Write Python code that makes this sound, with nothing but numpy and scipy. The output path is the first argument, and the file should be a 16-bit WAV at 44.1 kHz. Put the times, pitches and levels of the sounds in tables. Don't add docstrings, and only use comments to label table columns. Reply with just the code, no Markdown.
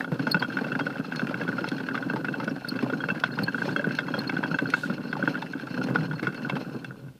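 import sys
import numpy as np
from scipy import signal
from scipy.io import wavfile
from scipy.ndimage import uniform_filter1d

SR = 44100
rng = np.random.default_rng(int(sys.argv[2]) if len(sys.argv) > 2 else 0)


def store_wav(level_fs):
    pcm = np.round(np.clip(np.atleast_2d(level_fs), -1, 1) * 32767)
    wavfile.write(sys.argv[1], SR, pcm.T.astype(np.int16))


N = 317079
TIME = np.arange(N) / SR
RATTLE_TRIM_DB = -4

# time in seconds, relative levels of drum rumble and axle rattle in dB.
WHEEL_LEVELS = [(0, -25, -21), (0.08, -40, -48), (0.13, -29.5, -38), (0.85, -28, -37), (1.04, -37.5, -41),
                (1.2, -29, -37), (2.52, -29, -40), (2.61, -40, -41), (2.76, -27, -39), (2.92, -28, -39),
                (3.2, -31.5, -38.5), (3.42, -30, -38.5), (3.8, -30, -37.5), (4.68, -29, -38.5),
                (4.81, -35.5, -42), (4.9, -30.5, -38.5), (5.02, -32.5, -44), (5.3, -26.5, -35),
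                (5.5, -36.5, -43), (5.92, -26.5, -36.5), (6.17, -34, -41), (6.28, -32.5, -40.5),
                (6.6, -28, -38), (6.84, -36.5, -45.5), (7.08, -42, -58), (7.19, -53, -67)]
# frequency in Hz, gain in dB.
DRUM_SPECTRUM = [(40, -22), (85, -42.5), (105, -19.5), (130, 0.5), (170, 1.5), (215, 1.5), (275, 3.5),
                 (315, 0), (370, -9.5), (420, -6), (560, -11), (680, -18.5), (1200, -22.5), (2000, -55.5)]
# frequency in Hz, gain in dB.
WALL_SPECTRUM = [(60, -65), (300, -0.5), (550, -2.5), (780, 1), (1200, -0.5), (2200, -11), (3500, -17.5),
                 (5200, -18.5), (6600, -43), (8000, -38), (15000, -47)]


def hub_knocks(blows, rise_s=0.0024, chatter_s=0.0035, seat_s=0.0012, size=4096):
    # frequency in Hz, gain of the crack in dB.
    crack_spectrum = [(60, -40), (200, -34), (600, -0.5), (1100, 3.5), (1550, 3.5), (1900, -1.5),
                      (2200, 5.5), (2420, -10), (2650, 4), (2950, -8), (3400, -1), (4200, -17.5),
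                      (5300, -14), (7000, -37), (15000, -47)]
    out, t, colour = np.zeros(N), TIME[:size], response(crack_spectrum)
    for s, db, hz, crack_db in blows:
        rise = rise_s * np.exp(0.33 * rng.uniform(-1.16, 1))
        hub = swell(t, rise) * np.sin(2 * np.pi * hz * t)
        note = peaked(hub + amp(-3) * peaked(wheel_ring(vary_db=6.0)))
        crack = burst(colour, chatter_s, size) * (1 - np.exp(-t / seat_s))
        add(out, s, amp(db) * (amp(-2.5) * note + amp(crack_db - 1) * crack))
    return out


def hub_blows(step_db=-29, spread_db=5, hub_hz=1484, spread_hz=86, rebound_s=0.029):
    # start in seconds, level in dB, pitch in Hz, crack emphasis in dB.
    loud_knocks = [(0.044, -22, 1463, -5), (0.194, -21, 1530, -9), (0.2688, -13.5, 1465, -26),
                   (0.3438, -9.5, 1463, -6.5), (0.3675, -18.5, 1500, -27), (0.4234, -12.5, 1520, -5),
                   (0.446, -21.5, 1426, -14), (0.502, -25, 1560, -14), (0.5700, -15, 1475, -2),
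                   (0.587, -18.5, 1540, -14), (0.7183, -17, 1486, -23), (0.7517, -17, 1583, -6),
                   (0.7953, -23, 1460, 6), (0.808, -19.5, 1490, -13), (0.8661, -16, 1500, -10),
                   (1.1213, -19, 1540, -9), (1.1938, -17, 1474, -4), (1.218, -18.5, 1540, -18),
                   (1.342, -16.5, 1520, -7), (1.4125, -20, 1634, -7), (1.4775, -23.5, 1464, -3),
                   (1.489, -16.5, 1484, -12), (1.527, -21, 1544, -15), (1.582, -17.5, 1405, -14),
                   (1.6413, -17.5, 1470, -10), (1.8866, -16, 1465, -8), (1.952, -19.5, 1560, 1.5),
                   (1.976, -18.5, 1530, -3), (2.098, -17, 1533, -12), (2.2451, -17, 1440, -12),
                   (2.2837, -17, 1540, -10), (2.339, -18, 1505, -31), (2.478, -19.5, 1484, -14),
                   (2.646, -23, 1430, -19), (2.7896, -18.5, 1500, -4), (2.899, -22.5, 1420, -10),
                   (3.004, -21, 1516, -15), (3.039, -14.5, 1544, -15), (3.0871, -16.5, 1440, -3),
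                   (3.1014, -12, 1530, -32), (3.237, -5, 1502, -2), (3.3875, -15.5, 1460, -3.5),
                   (3.4805, -14, 1600, -28), (3.5445, -14.5, 1490, -21), (3.58, -20.5, 1565, -18),
                   (3.6182, -14, 1520, -12), (3.688, -20.5, 1540, -13), (3.762, -9.5, 1476, -25),
                   (3.7942, -14.5, 1600, -19), (3.8425, -16, 1483, -6.5), (3.908, -24, 1520, -4),
                   (3.9866, -8.5, 1540, -6.5), (4.083, -20, 1475, -22), (4.1392, -14.5, 1467, -10),
                   (4.2947, -19, 1530, 2.5), (4.366, -17, 1514, -7.5), (4.4365, -15, 1507, -5.5),
                   (4.456, -25, 1500, -22), (4.513, -18.5, 1390, -22), (4.543, -15, 1553, -29),
                   (4.587, -13, 1536, -3.5), (4.656, -18, 1530, -24), (4.7372, -7, 1439, -7),
                   (4.8335, -18.5, 1450, -23), (4.90, -22, 1410, -4), (5.1279, -16, 1563, -5),
                   (5.2258, -14, 1527, -32), (5.2753, -8.5, 1524, -29), (5.3525, -18.5, 1475, -10),
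                   (5.424, -25.5, 1454, -10), (5.533, -21.5, 1526, -10), (5.9577, -10.5, 1455, -0.5),
                   (6.1115, -21.5, 1505, -11), (6.1945, -23, 1534, -9), (6.2695, -14, 1450, -3.5),
                   (6.289, -26, 1510, -13), (6.448, -22, 1495, -24), (6.496, -24, 1540, 11),
                   (6.566, -29, 1500, 4), (6.8456, -25.5, 1530, -2), (6.908, -33, 1450, -20),
                   (6.991, -48, 1480, -6), (7.082, -44, 1500, -1)]
    light = []
    for k, s in enumerate(steps()):
        softness, crack, late, rebound_softness, tuning = np.clip(rng.standard_normal(5), -2, 2)
        db = step_db + effort(s) + (-1) ** k
        hz = hub_hz + spread_hz * tuning
        light.append((s, db - spread_db * softness, hz, -11 + 5 * np.tanh(crack)))
        light.append((s + rebound_s + 0.007 * late, db - 5 - spread_db * rebound_softness, hz, -18))
    return among(loud_knocks, light)


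def wheel_ring(vary_db, detune_hz=14, build_s=0.0047, size=4096):
    # frequency in Hz, relative level in dB, 60 dB decay time in seconds.
    wheel_modes = [(569.5, -0.5, 0.059), (926, 3, 0.028), (1427, 22.5, 0.016), (1470, 18.5, 0.025),
                   (1500, -19, 0.16), (1588, 4, 0.042), (2135, -6, 0.023), (2663, 5.5, 0.027),
                   (3280, -7.5, 0.056), (4305, -10, 0.026), (4900, -30.5, 0.011), (6470, -29, 0.059)]
    hz, db, t60 = np.transpose(wheel_modes)[:, :, None]
    t = TIME[:size]
    hz = hz + detune_hz * rng.standard_normal(hz.shape)
    envelopes = amp(db + vary_db * rng.standard_normal(hz.shape)) * np.exp(-np.log(1000) * t / t60)
    modes = envelopes * np.sin(2 * np.pi * (hz * t + rng.random(hz.shape)))
    return modes.sum(0) * (1 - np.exp(-t / build_s))


def paw_thuds(step_db=-27, spread_db=1.5, lag_s=0.01209, scatter_s=0.018, pitch_hz=(200, 305)):
    # start in seconds, relative level in dB, pitch in Hz.
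    heavy_paws = [(0.117, -14.5, 187), (0.194, -18, 279), (0.231, -20.5, 282), (0.271, -14.5, 221),
                  (0.349, -15, 176), (0.483, -22.5, 225), (0.539, -25, 313), (0.61, -21, 242),
                  (0.755, -19, 267), (0.991, -16, 278), (1.485, -17.5, 273), (1.529, -23, 253),
                  (1.612, -22.5, 312), (1.716, -18.5, 300), (1.753, -23, 244), (2.062, -21.5, 294),
                  (2.134, -17.5, 298), (2.476, -19.5, 221), (2.511, -19.5, 269), (2.716, -22, 256),
                  (2.825, -13.5, 274), (2.889, -22, 240), (2.929, -24, 300), (2.986, -27, 300),
                  (3.042, -23.5, 240), (3.113, -16.5, 173), (3.391, -18.5, 187), (3.421, -14.5, 193),
                  (3.679, -20.5, 382), (3.70, -20.5, 263), (3.757, -24, 275), (3.78, -24, 220),
                  (3.868, -12.5, 207.4), (4.021, -26, 260), (4.105, -21, 270), (4.18, -19, 193),
                  (4.328, -18, 270), (4.445, -19, 280), (4.507, -21.5, 307), (4.619, -14.5, 271),
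                  (4.855, -21.5, 203), (4.897, -15.5, 197), (5.096, -22.5, 265), (5.551, -21, 268),
                  (5.702, -22.5, 165), (5.778, -18.5, 265), (5.802, -20.5, 260), (5.90, -15, 191),
                  (5.951, -20, 273), (6.226, -17, 248), (6.273, -16.5, 190), (6.53, -18, 203),
                  (6.557, -19.5, 264), (6.745, -20.5, 256)]
    light = []
    for s in steps():
        start = s + lag_s + scatter_s * rng.standard_normal()
        db = step_db + effort(s) + spread_db * rng.standard_normal()
        light.append((start, db, rng.uniform(*pitch_hz)))
    return amp(-2) * panel_strikes(among(heavy_paws, light), DRUM_SPECTRUM, rise_s=0.0059,
                                   damping=1.58, shake_db=0.5, shake_s=0.012)


def wall_clacks(step_db=-34, spread_db=2, scatter_s=0.018, low_hz=545, high_hz=900, share=0.45):
    # start in seconds, relative level in dB, pitch in Hz.
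    clear_clacks = [(0.194, -28, 497), (0.268, -21.5, 895), (0.344, -21.5, 864), (0.418, -20.5, 976),
                    (0.611, -21.5, 445), (0.64, -27, 520), (0.666, -24.5, 550), (0.791, -20.5, 904),
                    (0.864, -25, 540), (1.309, -23, 577), (1.405, -24, 502), (1.589, -25.5, 570),
                    (1.641, -23.5, 880), (1.945, -21, 1210), (2.161, -21.5, 900), (2.399, -23, 904),
                    (2.476, -24, 600), (2.828, -21.5, 450), (2.898, -22, 555), (2.925, -23, 440),
                    (3.378, -28, 890), (3.655, -22.5, 568), (3.679, -23.5, 890), (4.144, -20.5, 550),
                    (4.178, -25, 507), (4.428, -22, 924), (4.896, -22, 570), (5.166, -24.5, 860),
                    (5.194, -24, 568), (5.423, -22, 900), (5.949, -20.5, 470), (6.563, -25.5, 850)]
    light = []
    for s in steps():
        late, strength, tuning = rng.standard_normal(3)
        chance, note = rng.random(2)
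        if chance < share:
            hz = (low_hz if note < 0.5 else high_hz) * (1 + 0.064 * tuning)
            light.append((s + scatter_s * abs(late), step_db + effort(s) + spread_db * strength, hz))
    return amp(-0.5) * panel_strikes(among(clear_clacks, light), WALL_SPECTRUM, rise_s=0.0031,
                                     damping=1.1, shake_db=-1, shake_s=0.0093)


def panel_strikes(strikes, spectrum, rise_s, damping, shake_db, shake_s, size=8192):
    out, t, body = np.zeros(N), TIME[:size], response(spectrum)
    for s, db, hz in strikes:
        panel = swell(t, rise_s) ** damping * np.sin(2 * np.pi * hz * t)
        shake = amp(shake_db) * burst(body, shake_s, size)
        add(out, s, amp(db) * peaked(panel + shake))
    return out


def steps():
    # time in seconds, steps taken so far.
    gait = [(0.044, 0), (0.868, 11), (1.045, 13), (1.716, 22), (1.882, 24), (2.168, 28), (2.478, 32),
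            (2.645, 34), (3.006, 39), (3.912, 51), (4.294, 56), (4.737, 62), (4.83, 63), (5.427, 71),
            (5.525, 72), (6.03, 79), (6.194, 81), (6.57, 86)]
    times, taken = np.transpose(gait)
    return np.interp(np.arange(taken[-1] + 1), taken, times)


def effort(s):
    times, _, rattle_db = np.transpose(WHEEL_LEVELS)
    return np.interp(s, times, rattle_db - np.median(rattle_db))


def rolling(blows, places=8):
    pressure, wall = axle_load(blows), response(WALL_SPECTRUM)
    rumble = pressure ** 0.78 * evened(through(bumps(per_s=400, spread_db=4), response(DRUM_SPECTRUM)))
    ring = sum(through(bumps(per_s=35, spread_db=5), wheel_ring(vary_db=4.5, detune_hz=31.6))
               for _ in range(places))
    grit = sum(through(bumps(per_s=70, spread_db=-3), burst(wall, decay_s=0.0058, size=2048))
               for _ in range(places))
    rattle = pressure * (amp(-3) * evened(ring) + amp(-6) * patter() + amp(-8.5) * evened(grit))
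    rumble_gain = amp(curve(WHEEL_LEVELS, column=1) - 4.5)
    rattle_gain = amp(curve(WHEEL_LEVELS, column=2) + RATTLE_TRIM_DB)
    return rumble_gain * rumble + rattle_gain * rattle


def axle_load(blows, rise_s=0.0033, size=6000):
    surge = np.zeros(N)
    for s, *_ in blows:
        add(surge, s, swell(TIME[:size], rise_s))
    return evened(1 + np.minimum(surge, 1))


def patter(low_hz=450, high_hz=1700, rise_s=0.00078, panels=14, size=1024):
    t = TIME[:size]
    taps = (swell(t, rise_s) * np.sin(2 * np.pi * hz * t) for hz in np.geomspace(low_hz, high_hz, panels))
    return evened(sum(through(bumps(per_s=9, spread_db=7.5), tap) for tap in taps))


def axle_chirps(rasp=0.02, hard_rasp=0.014, overtone_db=-11, hard_db=-24, size=3000):
    # start in seconds, peak in dB, first and last pitch in Hz, length in seconds.
    chirps = [(0.311, -15.5, 4460, 4240, 0.014), (0.391, -30, 4830, 4150, 0.017),
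              (1.057, -48, 5200, 4300, 0.025), (1.158, -37, 4400, 4150, 0.02),
              (1.632, -45, 5100, 5280, .026), (2.487, -43, 5740, 5340, 0.024),
              (2.682, -23.5, 4640, 4120, 0.017), (2.756, -42.5, 4650, 4420, 0.029),
              (3.31, -41, 4300, 4280, .026), (3.349, -42, 4850, 5050, 0.015),
              (3.431, -24.5, 4440, 4220, 0.013), (3.582, -43, 4300, 4450, 0.03),
              (3.715, -41, 4250, 4520, .028), (4.185, -25, 4345, 4320, 0.013),
              (4.27, -28, 4300, 4240, 0.013), (4.472, -45, 4400, 4570, .028),
              (4.664, -38, 4250, 4440, .028), (5.079, -44, 4650, 4300, 0.049),
              (5.688, -46, 4400, 4550, .028), (6.147, -43.5, 4300, 4360, 0.024),
              (6.354, -42, 4280, 4500, 0.03)]
    # frequency in Hz, bandwidth in Hz, gain in dB.
    axle_modes = [(4310, 93, 15), (4840, 340, 14.5), (8920, 240, 6.5), (10200, 600, -3), (13080, 380, 4),
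                  (14100, 1000, 4)]
    out, t = np.zeros(N), TIME[:size]
    for s, db, start_hz, end_hz, length in chirps:
        jitter, flutter = wander(size, span=30), wander(size, span=30)
        hardness = min(amp(db - hard_db), 1) ** 2
        glide_hz = np.interp(t, [0, length], [start_hz, end_hz])
        phase = 2 * np.pi * np.cumsum(glide_hz * (1 + (rasp + hard_rasp * hardness) * jitter)) / SR
        grip = np.sin(np.pi * np.minimum(t / length, 1)) ** 2
        overtones = amp(overtone_db) * (np.sin(2 * phase) + np.sin(3 * phase))
        slip = grip * (np.sin(phase) + hardness * overtones) * (1 + 0.38 * flutter)
        screech = amp(-3) * hardness * grip * rng.standard_normal(size)
        ring = sum(amp(mode_db) * resonate(slip + resonate(screech, hz, width), hz, width)
                   for hz, width, mode_db in axle_modes)
        add(out, s, amp(db) * peaked(amp(-4) * slip + ring))
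    return out


def claw_scuffs(step_db=-35, fade_s=0.0076, scatter_s=0.07, catches_per_s=1400, size=4096):
    # start in seconds, decay time in seconds, peak in dB.
    clear_scuffs = [(0.119, 0.0064, -32), (0.585, 0.014, -30), (1.27, 0.0045, -22.5),
                    (1.567, 0.0088, -30.5), (1.716, 0.0054, -27), (1.781, 0.0034, -30), (2.245, 0.01, -27),
                    (2.927, 0.012, -42), (3.085, 0.0038, -30), (3.393, 0.012, -31), (4.585, .007, -26),
                    (5.42, 0.0052, -28), (5.78, 0.011, -36), (5.872, 0.011, -32), (6.229, 0.023, -26),
                    (6.555, 0.0095, -27.5), (6.612, 0.0067, -39)]
    # frequency in Hz, gain in dB.
    scuff_spectrum = [(100, -15), (600, 1), (1200, -8.5), (1520, 15), (1900, 4.5), (2200, 5.5), (2400, -4),
                      (2640, 7.5), (2900, -17.5), (3300, -19.5), (3800, -18), (4300, -12), (5400, -13.5),
                      (7000, -35), (15000, -39)]
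    out, colour = np.zeros(N), response(scuff_spectrum)
    light = [(s + scatter_s * rng.random(), fade_s, step_db + effort(s))
             for s in steps() for _ in ("fore", "hind")]
    for s, fade, db in among(clear_scuffs, light):
        strengths = amp(3 * rng.standard_normal(size)) * rng.choice([-1, 1], size)
        catches = rng.random(size) < catches_per_s / SR
        force = strengths * catches * np.exp(-TIME[:size] / fade)
        scuff = peaked(through(force, colour))
        hollow = peaked(resonate(force, hz=2665, width_hz=90))
        spot_hz = 1800 * 2 ** rng.random()
        spot = peaked(resonate(resonate(force, spot_hz, width_hz=450), spot_hz, width_hz=450))
        add(out, s, amp(db) * peaked(scuff + amp(-8) * hollow + amp(-9) * spot))
    return out


def axle_scrape(slip_s=0.0049, size=2500):
    # frequency in Hz, gain in dB.
    scrape_spectrum = [(1500, -15), (2100, 3.5), (2700, 15), (3600, -4.5), (4050, 7), (4290, 18.5),
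                       (4520, -4.5), (5300, 6), (6000, -9.5), (6400, 0.5), (6900, -31), (9000, -19)]
    # time in seconds, dB relative to the rattle.
    drag = [(0, -13), (4.9, -10), (5.7, -10), (6.6, -12.5), (6.9, -14)]
    slips = through(abs(bumps(per_s=85, spread_db=1.5)), swell(TIME[:size], slip_s))
    scrape = through(slips * rng.standard_normal(N), response(scrape_spectrum))
    return amp(curve(WHEEL_LEVELS, column=2) + RATTLE_TRIM_DB + curve(drag, column=1)) * evened(scrape)


def claw_ticks(faint_db=-45, spread_db=3, count=18, scratch_s=0.0039, size=2048):
    # start in seconds, relative level in dB.
    sharp_ticks = [(1.1596, -28.5), (1.6874, -29.5), (2.4434, -34.5), (2.826, -39), (3.2, -32),
                   (3.7639, -37), (3.9514, -33.5), (4.7017, -29), (5.8391, -36), (6.496, -40), (6.844, -42)]
    # frequency in Hz, gain in dB.
    tick_spectrum = [(100, -46), (500, -46), (2000, 14.5), (4300, 11), (6200, 6), (7500, -8), (9800, 0.5),
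                     (11500, -12), (15000, -11)]
    out, colour = np.zeros(N), response(tick_spectrum)
    faint = [(s, faint_db + spread_db * rng.standard_normal()) for s in rng.permutation(steps())[:count]]
    for s, db in among(sharp_ticks, faint):
        add(out, s, amp(db + 3) * burst(colour, scratch_s, size))
    return out


def axle_groans(waver=0.11, sag=0.2, sag_s=0.031):
    # start in seconds, length in seconds, level in dB, settled pitch in Hz.
    groans = [(5.955, 0.092, -28, 147.6), (6.06, 0.12, -30.5, 151), (6.846, 0.1, -39, 117.7),
              (7.002, 0.12, -40, 126.4)]
    out = np.zeros(N)
    for s, length, db, settled_hz in groans:
        t = TIME[TIME < length]
        wobble = wander(N, span=400)[:len(t)]
        hz = settled_hz * (1 + sag * np.exp(-t / sag_s) + waver * wobble)
        judder = evened(np.sin(2 * np.pi * np.cumsum(hz) / SR))
        add(out, s, amp(db) * np.sin(np.pi * t / length) * judder)
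    return out


def sliding_shavings(ramp_s=0.052):
    # start in seconds, length in seconds, level in dB.
    slides = [(3.52, 0.26, -56), (4.715, 0.19, -49)]
    # frequency in Hz, gain in dB.
    hiss_spectrum = [(1500, -11), (3800, 7), (5500, -4), (8300, -6), (10000, -10.5), (15000, -17)]
    level = sum(amp(db) * np.clip(np.minimum(TIME - s, s + length - TIME) / ramp_s, 0, 1)
                for s, length, db in slides)
    return level * coloured_noise(hiss_spectrum)


def bedding_rustle(level_db=-65, follow=0.7):
    # frequency in Hz, gain in dB.
    crumb_spectrum = [(1000, -25), (4000, 9.5), (7500, -1.5), (15000, -3.5)]
    return amp(level_db + follow * effort(TIME)) * coloured_noise(crumb_spectrum)


def radiate(x, cutoff_hz=106):
    return signal.sosfilt(signal.butter(6, cutoff_hz, btype="high", fs=SR, output="sos"), x)


def cage_reverb(x, wet_db=-13, t60=0.077, delay_s=0.003, dull_hz=6000, size=12000):
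    t = TIME[:size]
    taps = rng.standard_normal(size) * np.exp(-np.log(1000) * t / t60) * (t > delay_s)
    dulled = signal.lfilter(*signal.butter(2, dull_hz, fs=SR), taps / np.linalg.norm(taps))
    return x + amp(wet_db) * through(x, dulled)


def room_hush(level_db=-59):
    # frequency in Hz, gain in dB.
    room_spectrum = [(20, 13.5), (60, 17), (140, 23.5), (400, 9), (1000, -3), (3000, 1.5), (7000, -6.5),
                     (15000, -7)]
    return amp(level_db) * coloured_noise(room_spectrum)


def among(prominent, light, before_s=0.035, after_s=0.018):
    return prominent + [row for row in light
                        if not any(s - before_s < row[0] < s + after_s for s, *_ in prominent)]


def bumps(per_s, spread_db):
    strengths = amp(spread_db * np.minimum(rng.exponential(1, N), 3))
    return strengths * rng.choice([-1, 1], N) * (rng.random(N) < per_s / SR)


def burst(colour, decay_s, size):
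    return peaked(through(rng.standard_normal(size) * np.exp(-TIME[:size] / decay_s), colour))


def swell(t, rise_s):
    return t / rise_s * np.exp(1 - t / rise_s)


def resonate(x, hz, width_hz):
    return signal.lfilter(*signal.iirpeak(hz, hz / width_hz, fs=SR), x)


def wander(size, span):
    return evened(uniform_filter1d(rng.standard_normal(size), size=span))


def coloured_noise(spectrum):
    return evened(through(rng.standard_normal(N), response(spectrum)))


def response(spectrum, size=4096):
    hz, db = np.transpose(spectrum)
    bin_hz = abs(np.fft.fftfreq(size, 1 / SR))
    log_gain = np.log(amp(np.interp(np.log(bin_hz + 1), np.log(hz), db)))
    return np.fft.ifft(np.exp(np.conj(signal.hilbert(log_gain)))).real


def through(x, impulse_response):
    return signal.fftconvolve(x, impulse_response)[:len(x)]


def add(mix, s, sound):
    part = mix[max(round(s * SR), 0):][:len(sound)]
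    part += sound[:len(part)]


def curve(rows, column):
    columns = np.transpose(rows)
    return np.interp(TIME, columns[0], columns[column])


def amp(db):
    return 10 ** (np.asarray(db) / 20)


def evened(x):
    return x / np.sqrt(np.mean(x ** 2) + 1e-20)


def peaked(x):
    return x / (abs(x).max() + 1e-20)


def scene():
    blows = hub_blows()
    footfalls = paw_thuds() + wall_clacks()
    wheel = hub_knocks(blows) + footfalls + rolling(blows)
    wheel += claw_scuffs() + axle_chirps() + axle_scrape() + claw_ticks()
    wheel += bedding_rustle() + axle_groans() + sliding_shavings()
    return (cage_reverb(radiate(wheel)) + room_hush())[None]


def record(dry):
    cutoff_hz = 15380
    lowpass = signal.firwin(511, cutoff_hz, window=("kaiser", 9), fs=SR)
    return signal.oaconvolve(dry, lowpass[None], "same")


dry = scene()
out = record(dry)
store_wav(out)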